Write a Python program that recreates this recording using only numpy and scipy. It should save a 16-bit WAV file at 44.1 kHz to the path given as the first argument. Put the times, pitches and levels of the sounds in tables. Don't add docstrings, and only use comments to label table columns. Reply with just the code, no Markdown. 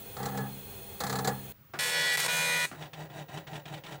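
import sys
import numpy as np
from scipy import signal
from scipy.fft import rfft, irfft
from scipy.io import wavfile

SR = 44100
rng = np.random.default_rng(int(sys.argv[2]) if len(sys.argv) > 2 else 0)


def digitize_waveform(pressure):
    field = np.atleast_2d(pressure).T
    bounded = np.clip(field, -1, 1)
    quanta = np.round(bounded * 32767).astype(np.int16)
    wavfile.write(sys.argv[1], SR, quanta)


N = 176400
T = np.arange(N) / SR

CHAR_HZ, COLUMNS = 81.35, 6
LEFT_RUN, WORD, RIGHT_RUN = (1.7897, 2.158), (2.173, 2.267), (2.281, 2.654)


def amp(db):
    return 10 ** (np.asarray(db) / 20)


def unit(x):
    return x / np.sqrt(np.mean(x ** 2) + 1e-20)


def curve(rows, start=0, column=1):
    rows = np.array(rows)
    return amp(np.interp(T - start, rows[:, 0], rows[:, column]))


def wander(rate):
    return np.interp(T * rate, np.arange(4096), rng.standard_normal(4096))


def fade(t, t60):
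    return np.exp(-np.log(1000) * t / t60)


def tint(x, colour):
    hz, db = np.array(colour, float).T
    grid = np.maximum(np.arange(4097) * SR / 8192, 1)
    gains = unit(amp(np.interp(np.log(grid), np.log(hz), db)))
    cepstrum = irfft(np.log(gains))
    cepstrum[1:4096] *= 2
    cepstrum[4097:] = 0
    return signal.fftconvolve(x, irfft(np.exp(rfft(cepstrum))))[:N]


def treble(x, hz=5500):
    return signal.sosfiltfilt(signal.butter(2, hz, "high", fs=SR, output="sos"), x)


def ring(t60):
    t = T[:SR // 3]
    tail = rng.standard_normal(len(t)) * fade(t, t60)
    return tail / np.linalg.norm(tail)


def blows(rows, hold, t60):
    power = sum((T >= s) * (amp(db) * fade(np.maximum(T - s - hold, 0), t60)) ** 2 for s, db in rows)
    return np.sqrt(power) * rng.standard_normal(N)


def tone(hz, wander_hz, rate=20):
    cycles = rng.random() + np.cumsum(hz + wander_hz * wander(rate)) / SR
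    return np.sqrt(2) * np.sin(2 * np.pi * cycles)


def pulses(times, sizes):
    at = np.clip(times * SR, 8, N - 10)[:, None]
    taps = at.astype(int) + np.arange(-7, 9)
    clicks = sizes[:, None] * np.sinc(taps - at) * np.sinc((taps - at) / 8)
    return np.bincount(taps.ravel(), clicks.ravel(), N)


def gate(start, end):
    return np.clip((T - start) / .0018, 0, 1) * np.exp(-np.maximum(T - end, 0) / .006)


def room_tone():
    # frequency in Hz, relative level in dB.
    colour = [(18, -16), (30, -30), (44, -1.5), (122, 7.5), (407, -10), (832, -13), (1350, -10),
              (1460, -13.5), (3400, -19.5), (7690, -27), (13500, -30.5)]
    return amp(-60.5) * tint(rng.standard_normal(N), colour)


def picture_tube(by_drive):
    # pitch in Hz, level by the drive in dB, level by the printer in dB.
    whines = [(15391, -54, -67), (15578.5, -51.5, -65), (15596, -55, -70)]
    return sum(tone(hz, wander_hz=.8) * (amp(drive_db) * by_drive + amp(printer_db) * (1 - by_drive))
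               for hz, drive_db, printer_db in whines)


def spinning_disk():
    # frequency in Hz, relative level in dB.
    rub_colour = [(20, -30), (35, -8), (82, 4.5), (170, -5), (210, -2.5), (330, -9), (470, 1.5),
                  (620, -14.5), (790, -5), (1070, -14.5), (2100, -16.5), (3400, -15.5), (4300, -26.5),
                  (4900, -24.5), (6500, -20.5), (9200, -17), (13500, -19), (14500, -18)]
    # pitch in Hz, level in dB.
    whir_tones = [(129.2, -70.5), (387.6, -61), (672.9, -65), (1572, -73.5), (2514, -78), (3386, -68),
                  (4204, -85)]
    # pitch in Hz, time to die away in seconds, level in dB.
    arm_rings = [(2515, 0.089, -66), (3370, .012, -62.5), (4230, 0.02, -61.5), (6500, 0.02, -69),
                 (9330, 0.017, -61.5), (11450, .012, -65)]
    turn_hz = 5.05
    rub_db = -48 - .84 * np.sin(2 * np.pi * turn_hz * T) + .5 * wander(26.7)
    rub = amp(rub_db) * tint(rng.standard_normal(N), rub_colour)
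    whir = sum(amp(db + 2.5 * wander(11.36)) * tone(hz, wander_hz=7.05) for hz, db in whir_tones)
    out = rub + whir
    t = T[:SR // 10]
    for hz, t60, db in arm_rings:
        ping = np.sin(2 * np.pi * hz * t) * fade(t, t60)
        out += amp(db) * unit(signal.fftconvolve(rng.standard_normal(N), ping)[:N])
    return out


def case_hum():
    # time in seconds, level in dB.
    swell = [(0, -74), (.15, -65), (.21, -42.5), (.3, -44), (.42, -37.5), (.52, -47), (.7, -59.5),
             (.99, -63), (1.05, -43.5), (1.15, -39), (1.23, -40.5), (1.3, -38), (1.4, -47.5), (1.52, -56)]
    # pitch in Hz, relative level in dB.
    hum_tones = [(132.5, 0.5), (199, -1.5), (268.6, -8.5), (150, -12)]
    return curve(swell) * sum(amp(db) * tone(hz, wander_hz=2.3) for hz, db in hum_tones)


def head_steps():
    # start in seconds, click level in dB, knock level in dB.
    steps = [(0.167, -47, -39), (0.198, -51, -38.5), (0.229, -42.5, -36.5), (0.256, -37, -35),
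             (0.286, -47.5, -41), (.318, -56, -43), (.346, -53, -39.5), (0.374, -41, -34.5),
             (.405, -55, -41), (0.432, -64, -42), (1.0037, -33, -33.5), (1.036, -35, -33),
             (1.0664, -36.5, -40), (1.0966, -34.5, -36.5), (1.1256, -36, -32.5), (1.155, -36.5, -36),
             (1.1872, -36, -33.5), (1.2457, -34, -31.5), (1.2742, -28.5, -29)]
    # frequency in Hz, relative level in dB.
    click_colour = [(300, -18), (1200, 9.5), (2000, 6.5), (2800, -5.5), (4200, 10), (5300, 1), (7500, 5.5),
                    (9500, -6), (12000, 1), (15000, -16)]
    # pitch in Hz, width in Hz, relative level in dB.
    case_rings = [(162, 69, -6), (465, 55, 0.5), (796, 69, 2), (1243, 210, -8), (1700, 31, -2),
                  (1920, 150, -16)]
    clicks = tint(blows(np.array(steps)[:, [0, 1]], hold=.0043, t60=.075), click_colour)
    hz = np.geomspace(40, 16000, 300)
    case_power = sum(amp(db) ** 2 / (1 + ((hz - f) / width) ** 2) ** 2 for f, width, db in case_rings)
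    case_colour = np.c_[hz, 10 * np.log10(case_power)]
    knocks = tint(blows(np.array(steps)[:, [0, 2]], hold=.0066, t60=.26), case_colour)
    return clicks + knocks


def carriage():
    # start in seconds, level in dB.
    clunks = [(1.7365, -36), (2.714, -40.5)]
    # frequency in Hz, relative level in dB.
    clunk_colour = [(35, -50), (60, -29), (140, -3.5), (310, -10.5), (372, -1.5), (437, -16), (755, -5.5),
                    (808, -14), (1460, -9.5), (3330, -26.5), (4180, -28.5), (14000, -47)]
    rumble_colour = [(50, -31), (100, -28), (135, -3.5), (165, 2), (210, -18), (400, -12.5), (1000, -40)]
    start, stop = clunks[0][0], clunks[1][0]
    travelling = np.clip((T - start) / .0068, 0, 1) * np.clip((stop - T) / .072, 0, 1)
    rumble = amp(-51) * travelling * tint(rng.standard_normal(N), rumble_colour)
    return rumble + tint(blows(clunks, hold=.003, t60=.23), clunk_colour)


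def feed_clacks():
    # start in seconds, level in dB.
    clacks = [(2.823, -45), (2.857, -52.5), (2.933, -44.5), (3.1, -58), (3.192, -53), (3.285, -54),
              (3.372, -44), (3.47, -47.5), (3.531, -48.5), (3.556, -44), (3.655, -46.5), (3.68, -47.5),
              (3.739, -44.5), (3.772, -49.5), (3.837, -47), (3.862, -45.5), (3.923, -47)]
    # frequency in Hz, relative level in dB.
    colour = [(200, -2.5), (700, -2), (1900, 0.5), (3500, 2.5), (4200, -6), (5000, -9), (8000, -15),
              (14000, -29)]
    return tint(blows(clacks, hold=.007, t60=.085), colour)


def paper_feed():
    # start in seconds, motor level in dB, rattle level in dB.
    feeds = [(2.737, -47.5, -46.5), (2.929, -46, -47), (3.099, -44.5, -45.5), (3.283, -45, -44.5),
             (3.468, -45, -44.5), (3.654, -44, -46.5), (3.836, -45.5, -45)]
    # seconds from its start, motor change in dB, rattle change in dB.
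    shape = [(0, -18, -12), (.014, -3, -3), (.036, -12, -5), (.06, 1, 0), (.1, 1, 1), (.128, -1, -3),
             (.158, -14, -13), (.2, -23, -21)]
    # frequency in Hz, relative level in dB.
    motor_rings = [(315, -10.5), (398, -20.5)]
    rattle_colour = [(90, -28.5), (150, 12.5), (230, 4), (290, -17), (400, 1), (480, -1.5), (600, -5),
                     (800, -1.5), (1150, -6), (1450, -4.5), (1900, -6.5), (2500, -10), (3300, -11.5),
                     (4200, -16), (4900, -18), (8000, -22), (14000, -36)]
    motor_hz, gear_hz, ticks_per_s = 151, 37.6, 800
    sing_hz, fall_hz_per_s = 710, 1100
    motor = amp(1.5 * wander(60)) * tone(motor_hz, wander_hz=.06 * motor_hz, rate=52)
    motor += sum(amp(db) * tone(hz, wander_hz=4.8, rate=79) for hz, db in motor_rings)
    ticks = (rng.random(N) < ticks_per_s / SR) * amp(np.clip(rng.standard_normal(N), -2, 2))
    rattle = unit(tint(signal.fftconvolve(ticks, ring(t60=.034))[:N], rattle_colour))
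    hiss = treble(rattle)
    out = np.zeros(N)
    for start, motor_db, rattle_db in feeds:
        age = T - start
        running = (age >= 0) * (age < shape[-1][0])
        effort, shake = curve(shape, start), curve(shape, start, column=2)
        throb = 1 + .3 * np.cos(2 * np.pi * gear_hz * (age - .01))
        sing = amp(-9) * np.sqrt(effort) * tone(sing_hz - fall_hz_per_s * age, wander_hz=35.1, rate=120)
        paper = shake * (rattle - hiss) + shake ** 1.5 * hiss
        out += running * (amp(motor_db) * (effort * throb * motor + sing) + amp(rattle_db) * paper)
    return out


def paper_rasp():
    # frequency in Hz, relative level in dB.
    colour = [(200, -26), (450, -0.5), (800, -0.5), (1300, -4), (2100, -0.5), (3000, -0.5), (5000, -3.5),
              (9000, -13.5), (15000, -21)]
    column_phase = (T - LEFT_RUN[0]) * CHAR_HZ * COLUMNS % 1
    puffs = np.exp(-column_phase / .31) * rng.standard_normal(N)
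    printing = gate(*LEFT_RUN) + gate(*WORD) + gate(*RIGHT_RUN)
    return amp(-39) * printing * unit(tint(puffs, colour))


def head_buzz():
    # multiple, level before the word in dB, level after it in dB.
    overtones = [(2, -54, -50), (6, -47, -53), (7, -55, -50), (8, -58, -51), (10, -54, -61), (12, -50, -44),
                 (18, -44, -40), (19, -48, -60), (21, -41, -48), (22, -48, -45), (23, -42, -45),
                 (24, -33, -41), (25, -55, -45), (26, -48, -51), (28, -47, -48), (29, -46, -57),
                 (30, -42, -37), (36, -44, -46), (39, -47, -52), (42, -40, -44), (46, -48, -49),
                 (48, -45, -48), (51, -48, -50), (54, -45, -55), (55, -46, -61), (66, -44, -52),
                 (78, -63, -47)]
    # time in seconds, change in dB.
    ring_swell = [(1.79, -5), (1.91, -7), (1.96, 0), (2.15, 1), (2.31, -4), (2.44, -3), (2.53, 4.5),
                  (2.65, 5)]
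    buzz_swell = [(1.79, -1.5), (1.91, -4.5), (1.96, 1), (2.15, -0.5), (2.29, 2), (2.45, 0.5), (2.53, 0),
                  (2.65, 0.5)]
    ring_multiples = (23, 24, 25)
    left, word, right = gate(*LEFT_RUN), gate(*WORD), gate(*RIGHT_RUN)
    out = np.zeros(N)
    for multiple, left_db, right_db in overtones:
        in_word = multiple % COLUMNS == 0
        strength = amp(left_db) * (left + amp(-4) * word * in_word) + amp(right_db) * right
        swell = curve(ring_swell if multiple in ring_multiples else buzz_swell)
        flicker = amp(1.1 * wander(30) + .6 * wander(7))
        out += strength * swell * flicker * tone(multiple * CHAR_HZ, wander_hz=.6)
    return out


def pin_run(start, end, level_db, scatter_db, places=5):
    jitter_s, tick_s = .000018, .00034
    out = np.zeros(N)
    first, last = int(start * SR) - 20, int(end * SR) + 20
    sharp_start = 1 + 3.8 * np.exp(-T[:SR // 20] / tick_s)
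    for column in range(COLUMNS):
        times = start + (np.arange(40) + column / COLUMNS) / CHAR_HZ
        force, lateness = rng.standard_normal((len(times), 2)).T
        sizes = amp(scatter_db * np.clip(force, -2, 1)) * (times < end)
        for place in np.linspace(start, end, places):
            nearness = np.sqrt(np.clip(1 - abs(times - place) * (places - 1) / (end - start), 0, 1))
            strike = ring(t60=.027)[:SR // 20] * sharp_start
            hits = pulses(times + jitter_s * lateness, sizes * nearness)
            sound = signal.fftconvolve(hits[first:last], strike)
            out[first:first + len(sound)] += sound
    return out * amp(level_db) / np.std(out[first:last])


def print_pins():
    # frequency in Hz, relative level in dB.
    colour = [(150, -36), (330, -13.5), (560, -6), (800, -2), (1100, -6.5), (1500, -2), (2000, -0.5),
              (2800, -6), (4000, -3.5), (5300, -7), (7000, -5), (8600, -3), (10500, -10), (13000, -10),
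              (15500, -18)]
    # time in seconds, change of the treble in dB.
    brightness = [(1.79, 3), (1.88, 1), (2.03, -1.5), (2.15, 0.5), (2.24, -3), (2.34, 4), (2.45, 1.5),
                  (2.65, -2)]
    left = pin_run(*LEFT_RUN, level_db=-37, scatter_db=2.5)
    word = pin_run(*WORD, level_db=-31, scatter_db=4)
    right = pin_run(*RIGHT_RUN, level_db=-37.5, scatter_db=2.5)
    pins = tint(left + word + right, colour)
    return pins + treble(pins) * (curve(brightness) - 1)


def scene():
    switch_s = 1.524
    by_drive = np.clip((switch_s - T) / .00074, 0, 1)
    drive = spinning_disk() + case_hum() + head_steps()
    hammering = print_pins()
    echo = amp(-4.5) * signal.fftconvolve(hammering, ring(t60=.26))[:N]
    printer = carriage() + feed_clacks() + paper_feed() + head_buzz() + hammering + paper_rasp() + echo
    return (picture_tube(by_drive) + by_drive * drive + (1 - by_drive) * (room_tone() + printer))[None]


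def record(dry):
    return signal.sosfilt(signal.ellip(10, .1, 80, 15900, fs=SR, output="sos"), dry)


dry = scene()
out = record(dry)
digitize_waveform(out)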